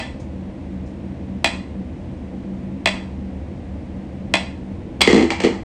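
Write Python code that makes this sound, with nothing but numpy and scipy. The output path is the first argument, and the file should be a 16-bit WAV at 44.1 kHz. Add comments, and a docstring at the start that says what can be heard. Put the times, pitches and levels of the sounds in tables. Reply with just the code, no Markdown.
"""Small room: a pendulum metronome on the floor, its escapement ticking slowly against the hollow case.
A cat swats the steel rod, which clangs; the plastic case tips, judders, slides and rocks to rest.
Each blow rings shell, rod and floor. Behind: two faint brushes, low ventilation hum, air hiss.
The nearest blows overload the microphone; the sound cuts off just before the end."""
import sys
import numpy as np
from scipy import signal
from scipy.fft import rfft, irfft
from scipy.io import wavfile

SR = 44100
rng = np.random.default_rng(int(sys.argv[2]) if len(sys.argv) > 2 else 0)


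def wrap_up_sound(samples):
    """Save the sound to the file named by the first command line argument, as 16-bit audio."""
    columns = np.atleast_2d(samples).T
    # keep every value between -1 and 1, then stretch to whole-number steps
    tamed = np.clip(columns, -1, 1)
    steps = np.round(tamed * 32767).astype(np.int16)
    wavfile.write(sys.argv[1], SR, steps)


N = 254456
IR_SAMPLES = 32768
IR_T_S, IR_F_HZ = np.arange(IR_SAMPLES) / SR, np.fft.rfftfreq(IR_SAMPLES, 1 / SR)

# escapement ticks, the first before t = 0: t/s, level/dB, hardness/(dB/oct), rebound/dB
ESCAPEMENT_TICKS = [(-.037, 12, 0.5, -12), (1.4433, 16, 0.57, -10), (2.8574, 15.5, 0.2, -6.5),
                    (4.3384, 16.5, 0.1, -12)]
# case struck by the escapement: f/Hz, level/dB
CASE_CURVE = [(60, -26), (200, -3.5), (330, 4.5), (430, -11), (620, -5.5), (1100, -8.5), (1520, -9),
              (1780, 0.5), (3400, -9), (3650, -9.5), (4700, -11), (5000, -11), (8400, -19.5), (9800, -25.5),
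              (11000, -42.5), (15500, -36)]
# its resonances: f/Hz, width/Hz, peak/dB
CASE_PEAKS = [(651, 111, 16), (809, 24, 15), (919, 24, 15), (1042, 76, 13), (1248, 39, 6), (1409, 34, 10),
              (1763, 20, 8), (1979, 22, 13), (2060, 39, 10), (2178, 30, 9), (2264, 79, 6), (2472, 32, 18),
              (2601, 32, 18), (2669, 20, 9), (2803, 34, 13), (3159, 36, 14), (3290, 65, 16), (3438, 32, 18),
              (4036, 86, 13), (4122, 40, 10), (4563, 40, 9), (4742, 48, 13), (5451, 60, 8), (7153, 70, 7),
              (7892, 296, 10), (8388, 70, 12)]
# paw on rod, then rod on case: t/s, shell/dB, rod/dB, thud/dB
SWAT_BLOWS = [(5.0075, 10.5, 5.5, -3.5), (5.0150, 6, 19, 7)]
# edge landings: t/s, shell/dB, thud/dB, thud f/Hz, flight/s, rebound/dB
EDGE_LANDINGS = [(5.0741, 13.5, 21.5, 430, .025, -8.5), (5.2256, -0.5, 17, 346, .021, -11.5),
                 (5.304, 7, -1, 596, .013, -5), (5.402, 2.5, 2, 500, .015, -12.5),
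                 (5.437, 3.5, 13, 395, .012, -7), (5.4459, 5, 19.5, 399, .019, -6)]
# slides of the base: t/s, level/dB, t60/s
BASE_SLIDES = [(5.085, -25, .55), (5.41, -29, .22)]
# case shell knocked from outside, damped by the contact: f/Hz, level/dB
SHELL_CURVE = [(100, -20.5), (400, -6), (800, 3), (1250, -3), (1500, -6.5), (1900, 4), (2300, -1.5),
               (3000, -1.5), (3400, -3.5), (3700, -13.5), (4100, -2), (5000, -10), (8400, -14.5),
               (9300, -44), (15000, -44.5)]
# its resonances: f/Hz, width/Hz, peak/dB
SHELL_PEAKS = [(790, 40, 6), (915, 35, 7), (1250, 60, 5), (1980, 35, 8), (2170, 90, 9), (2480, 40, 5),
               (2803, 50, 5), (3300, 90, 3)]
# steel rod with weight: f/Hz, level/dB
ROD_CURVE = [(100, -20), (300, -1.5), (800, -6), (1500, -19.5), (2100, -6), (3000, -11), (3700, -19),
             (4600, -17.5), (5200, -16.5), (8500, -27.5), (11000, -54.5)]
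# its resonances: f/Hz, width/Hz, peak/dB
ROD_PEAKS = [(1251, 148, 12), (1290, 45, 13), (2170, 45, 9), (2471, 30, 9), (3297, 45, 21), (3355, 70, 17),
             (3436, 45, 21), (3967, 50, 16), (4065, 70, 17), (4568, 65, 17), (4745, 55, 18),
             (8293, 474, 13)]
# floor struck by the base: f/Hz, level/dB
FLOOR_CURVE = [(40, -36.5), (130, -16), (185, 0.5), (300, -0.5), (400, -2), (540, -5), (640, -8),
               (1000, -27.5), (1500, -49), (4000, -73)]
# its resonances: f/Hz, width/Hz, peak/dB
FLOOR_PEAKS = [(196.8, 3.3, 6.9), (245.1, 9.3, 13.2), (269.4, 5.4, 8), (329, 3.1, 15), (359.5, 7.6, 15),
               (429, 7.4, 13), (461, 8.7, 13)]
# soft brushes: t/s, level/dB, t60/s
BRUSH_STROKES = [(.197, -51, 0.2), (.86, -60, .3)]
# brush spectrum: f/Hz, relative level/dB
BRUSH_CURVE = [(1500, -20), (4000, -3), (6500, 2), (9300, -10), (10500, -37)]
# ventilation rumble: f/Hz, relative level/dB
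RUMBLE_CURVE = [(12, -18.5), (30, -5), (45, -1), (112, -2.5), (168, -5), (215, 1), (350, -1.5), (390, -9.5),
                (500, -4), (700, -11), (1000, -18), (1500, -30), (3000, -77.5)]
# its resonances: f/Hz, width/Hz, peak/dB
RUMBLE_PEAKS = [(55.5, 6, 8.3), (73.4, 9.3, 12.1), (89.7, 3.8, 16.3), (132.9, 8.2, 13.2), (150, 2.3, 8.6),
                (192.2, 9.9, 14.6), (244.3, 11, 7), (271.7, 6.7, 7.7), (302, 9.2, 6), (332, 7.3, 6.2)]
# hum tones: f/Hz, level/dB, waver rate/Hz
HUM_TONES = [(74.5, -41, 2.5), (190.6, -38.5, 4.99)]
# air hiss: f/Hz, relative level/dB
HISS_CURVE = [(900, -28), (1500, 0.5), (2000, 3), (2700, -1.5), (4000, -8.5), (5000, -12.5), (8500, -18.5),
              (9500, -19.5), (10000, -62.5), (16000, -67.5)]
# room decay: f/Hz, t60/s
ROOM_DECAY = [(150, 0.19), (400, 0.22), (1000, 0.51), (2500, 0.38), (5000, 0.4), (9500, 0.37), (10800, .1),
              (16000, .06)]
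# wall reflections: delay/s, relative gain
WALL_ECHOES = [(.0072, 0.24), (0.015, 0.48), (0.0305, -0.25)]


def metronome(rebound_s=.0145, rebound_tilt_db_oct=-.5):
    """The escapement strikes the case once per swing and rebounds lightly."""
    out = np.zeros(N)
    for t_s, level_db, tilt_db_oct, rebound_db in ESCAPEMENT_TICKS:
        tick = strike(CASE_CURVE, CASE_PEAKS, tilt_db_oct, chatter_s=.0028, travel_s=.001226)
        rebound = strike(CASE_CURVE, CASE_PEAKS, tilt_db_oct + rebound_tilt_db_oct, chatter_s=.0086)
        add(tick, rebound_s, amp(rebound_db) * rebound)
        add(out, t_s, amp(level_db) * room(tick, wet_db=-36.5, echo_db=-3, rise_s=.0013))
    return out


def swat():
    """The paw catches the steel rod and flings it against the case."""
    out = np.zeros(N)
    for t_s, *levels_db in SWAT_BLOWS:
        add(out, t_s, blow(*levels_db, thud_hz=358, shell_tilt_db_oct=.5, rod_tilt_db_oct=2))
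    return out


def rocking(rod_shake_db=-10):
    """The case lands edge after edge, each with its own thud pitch and a softer, duller rebound."""
    out = np.zeros(N)
    for t_s, shell_db, thud_db, thud_hz, flight_s, rebound_db in EDGE_LANDINGS:
        levels_db = shell_db, shell_db + rod_shake_db, thud_db
        add(out, t_s, blow(*levels_db, thud_hz, shell_tilt_db_oct=.55))
        add(out, t_s + flight_s, amp(rebound_db) * blow(*levels_db, thud_hz, shell_tilt_db_oct=-3))
    return out


def judder(start_s=5.129, hops=6, hop_s=.0162, loss_db=1.5, dulling_db_oct=.8, climb_hz=8):
    """The pushed case hops quickly and evenly; each hop is weaker and duller, its thud higher."""
    out = np.zeros(N)
    for k in range(hops):
        hop = blow(shell_db=6, rod_db=-4, thud_db=21, thud_hz=245 + k * climb_hz,
                   shell_tilt_db_oct=2 - k * dulling_db_oct)
        add(out, start_s + k * hop_s, amp(-k * loss_db) * hop)
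    return out


def blow(shell_db, rod_db, thud_db, thud_hz, shell_tilt_db_oct, rod_tilt_db_oct=0,
         thud_width_hz=120, thud_peak_db=10, thud_lag_s=.0012, scatter_db=3, detune=.046):
    """One contact drives shell, rod and floor; it detunes and reweights the shell modes at random."""
    draws = rng.standard_normal((len(SHELL_PEAKS), 2))
    shell_peaks = [(f_hz * (1 + detune * shift), width_hz, peak_db + scatter_db * weight)
                   for (f_hz, width_hz, peak_db), (shift, weight) in zip(SHELL_PEAKS, draws)]
    shell = strike(SHELL_CURVE, shell_peaks, shell_tilt_db_oct, chatter_s=.005)
    rod = strike(ROD_CURVE, ROD_PEAKS, rod_tilt_db_oct, chatter_s=.005)
    thud = strike(FLOOR_CURVE, FLOOR_PEAKS + [(thud_hz, thud_width_hz, thud_peak_db)], chatter_s=.006)
    out = amp(shell_db) * room(shell, wet_db=-31, echo_db=-4, rise_s=.0032)
    out += amp(rod_db) * room(rod, wet_db=-37, echo_db=-8, rise_s=.006)
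    add(out, thud_lag_s, amp(thud_db) * room(thud, wet_db=-34.5, echo_db=-6, rise_s=.012))
    return out


def strike(curve, peaks, tilt_db_oct=0, *, chatter_s, travel_s=0):
    """Unit-energy impact on a body; harder contact tilts it towards the treble."""
    gain = response(curve, peaks, IR_F_HZ) * amp(tilt_db_oct * np.log2(IR_F_HZ + 1))
    # bending waves: lows arrive late, 1 kHz after travel_s
    dispersion = np.exp(-4j * np.pi * travel_s * np.sqrt(1000 * IR_F_HZ))
    ring = irfft(minimum_phase(gain) * chatter(chatter_s) * dispersion)[:IR_SAMPLES // 2]
    return ring / np.linalg.norm(ring)


def chatter(length_s):
    """Spectrum of contact chatter, flattened to spread a blow in time without colouring it."""
    spectrum = rfft(rng.standard_normal(IR_SAMPLES) * np.exp(-IR_T_S / length_s))
    gate = 1 / (1 + (IR_T_S / (2 * length_s)) ** 10)
    for _ in range(3):
        spectrum = rfft(irfft(spectrum / abs(spectrum)) * gate)
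    return spectrum


def scrape(slips_per_s=900, attack_s=.016, floor_db=5):
    """Tiny random slips shake shell and floor, fading as the sliding base slows."""
    envelope = np.zeros(N)
    attack = np.minimum(IR_T_S / attack_s, 1)
    decay_s = np.maximum(IR_T_S - attack_s, 0)
    for t_s, level_db, t60_s in BASE_SLIDES:
        add(envelope, t_s, attack * amp(level_db - 60 * decay_s / t60_s))
    slips = rng.standard_normal(N) * (rng.random(N) < slips_per_s / SR)
    shell = strike(SHELL_CURVE, SHELL_PEAKS, tilt_db_oct=1.5, chatter_s=.011)
    floor = amp(floor_db) * strike(FLOOR_CURVE, FLOOR_PEAKS, chatter_s=.027)
    return signal.fftconvolve(slips / slips.std() * envelope, shell + floor)[:N]


def brushes(attack_s=.002):
    """Faint, bright brushing: decaying noise bursts."""
    out = np.zeros(N)
    for t_s, level_db, t60_s in BRUSH_STROKES:
        envelope = (1 - np.exp(-IR_T_S / attack_s)) * amp(level_db - 60 * IR_T_S / t60_s)
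        add(out, t_s, envelope * noise(BRUSH_CURVE)[:IR_SAMPLES])
    return out


def ventilation(rumble_db=-31, hiss_db=-55, waver_hz=1.632, swell_depth=.65):
    """Moving air: resonant rumble, faint hiss, two tones that waver and swell at random."""
    out = amp(rumble_db) * noise(RUMBLE_CURVE, RUMBLE_PEAKS) + amp(hiss_db) * noise(HISS_CURVE)
    for f_hz, level_db, rate_hz in HUM_TONES:
        cycles = np.cumsum(f_hz + waver_hz * drift(rate_hz)) / SR
        swell = 1 + swell_depth * drift(rate_hz)
        out += np.sqrt(2) * amp(level_db) * swell * np.sin(2 * np.pi * cycles)
    return out


def room(sound, wet_db, echo_db, rise_s, reverb_cutoff_hz=9800):
    """Direct sound, wall echoes and a tail decaying band by band; echoes and tail are band-limited."""
    f_hz, t_s, tail = signal.stft(rng.standard_normal(IR_SAMPLES), SR, nperseg=256)
    t60_s = curve_at(ROOM_DECAY, f_hz)[:, None]
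    tail *= amp(-60 * t_s / t60_s) * (1 - np.exp(-t_s / rise_s))
    impulse = amp(wet_db) * signal.istft(tail, SR, nperseg=256)[1]
    for delay_s, gain in WALL_ECHOES:
        impulse[round(delay_s * SR)] += gain * amp(echo_db)
    impulse = signal.sosfilt(signal.butter(10, reverb_cutoff_hz, fs=SR, output="sos"), impulse)
    impulse[0] += 1  # direct path
    return signal.fftconvolve(sound, impulse)


def response(curve, peaks, f_hz):
    """Gain of a body: broad curve times resonance peaks."""
    peak_power = sum(amp(peak_db) ** 2 / (1 + (2 * (f_hz - centre_hz) / width_hz) ** 2)
                     for centre_hz, width_hz, peak_db in peaks)
    return amp(curve_at(curve, f_hz)) * np.sqrt(1 + peak_power)


def minimum_phase(gain):
    """Spectrum with this gain that starts at once and rings out."""
    cepstrum = irfft(np.log(gain + 1e-9))
    cepstrum[1:IR_SAMPLES // 2] *= 2
    cepstrum[IR_SAMPLES // 2 + 1:] = 0
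    return np.exp(rfft(cepstrum))


def noise(curve, peaks=()):
    """Steady shaped noise, rms 1."""
    gain = response(curve, peaks, np.fft.rfftfreq(N, 1 / SR))
    shaped = irfft(rfft(rng.standard_normal(N)) * gain, N)
    return shaped / shaped.std()


def drift(rate_hz):
    """Slow random motion up to about rate_hz, rms 1."""
    return noise([(0, 0), (rate_hz, 0), (4 * rate_hz, -40), (25 * rate_hz, -120)])


def curve_at(curve, f_hz):
    """Interpolate over log frequency."""
    knots_hz, values = np.transpose(curve)
    return np.interp(np.log(f_hz + 1), np.log(knots_hz + 1), values)


def amp(level_db):
    """dB to gain."""
    return 10 ** (np.asarray(level_db) / 20)


def add(mix, t_s, sound):
    """Mix in at t_s; overhang at either end is dropped."""
    start = round(t_s * SR)
    sound, target = sound[max(-start, 0):], mix[max(start, 0):]
    target[:len(sound)] += sound[:len(target)]


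def scene():
    """Mono sum at a microphone near the floor."""
    return (metronome() + swat() + rocking() + judder() + scrape() + brushes() + ventilation())[None]


def record(dry, ceiling=.75, stop_s=5.635, fade_s=.002, cutoff_hz=15900):
    """Soft overload, switch-off, band limit."""
    clipped = dry / (1 + (dry / ceiling) ** 6) ** (1 / 6)
    gate = np.clip((stop_s - np.arange(N) / SR) / fade_s, 0, 1)
    lowpass = signal.firwin(511, cutoff_hz, window=("kaiser", 9), fs=SR)
    return signal.oaconvolve(clipped * gate, lowpass[None], "same")


dry = scene()
out = record(dry)
wrap_up_sound(out)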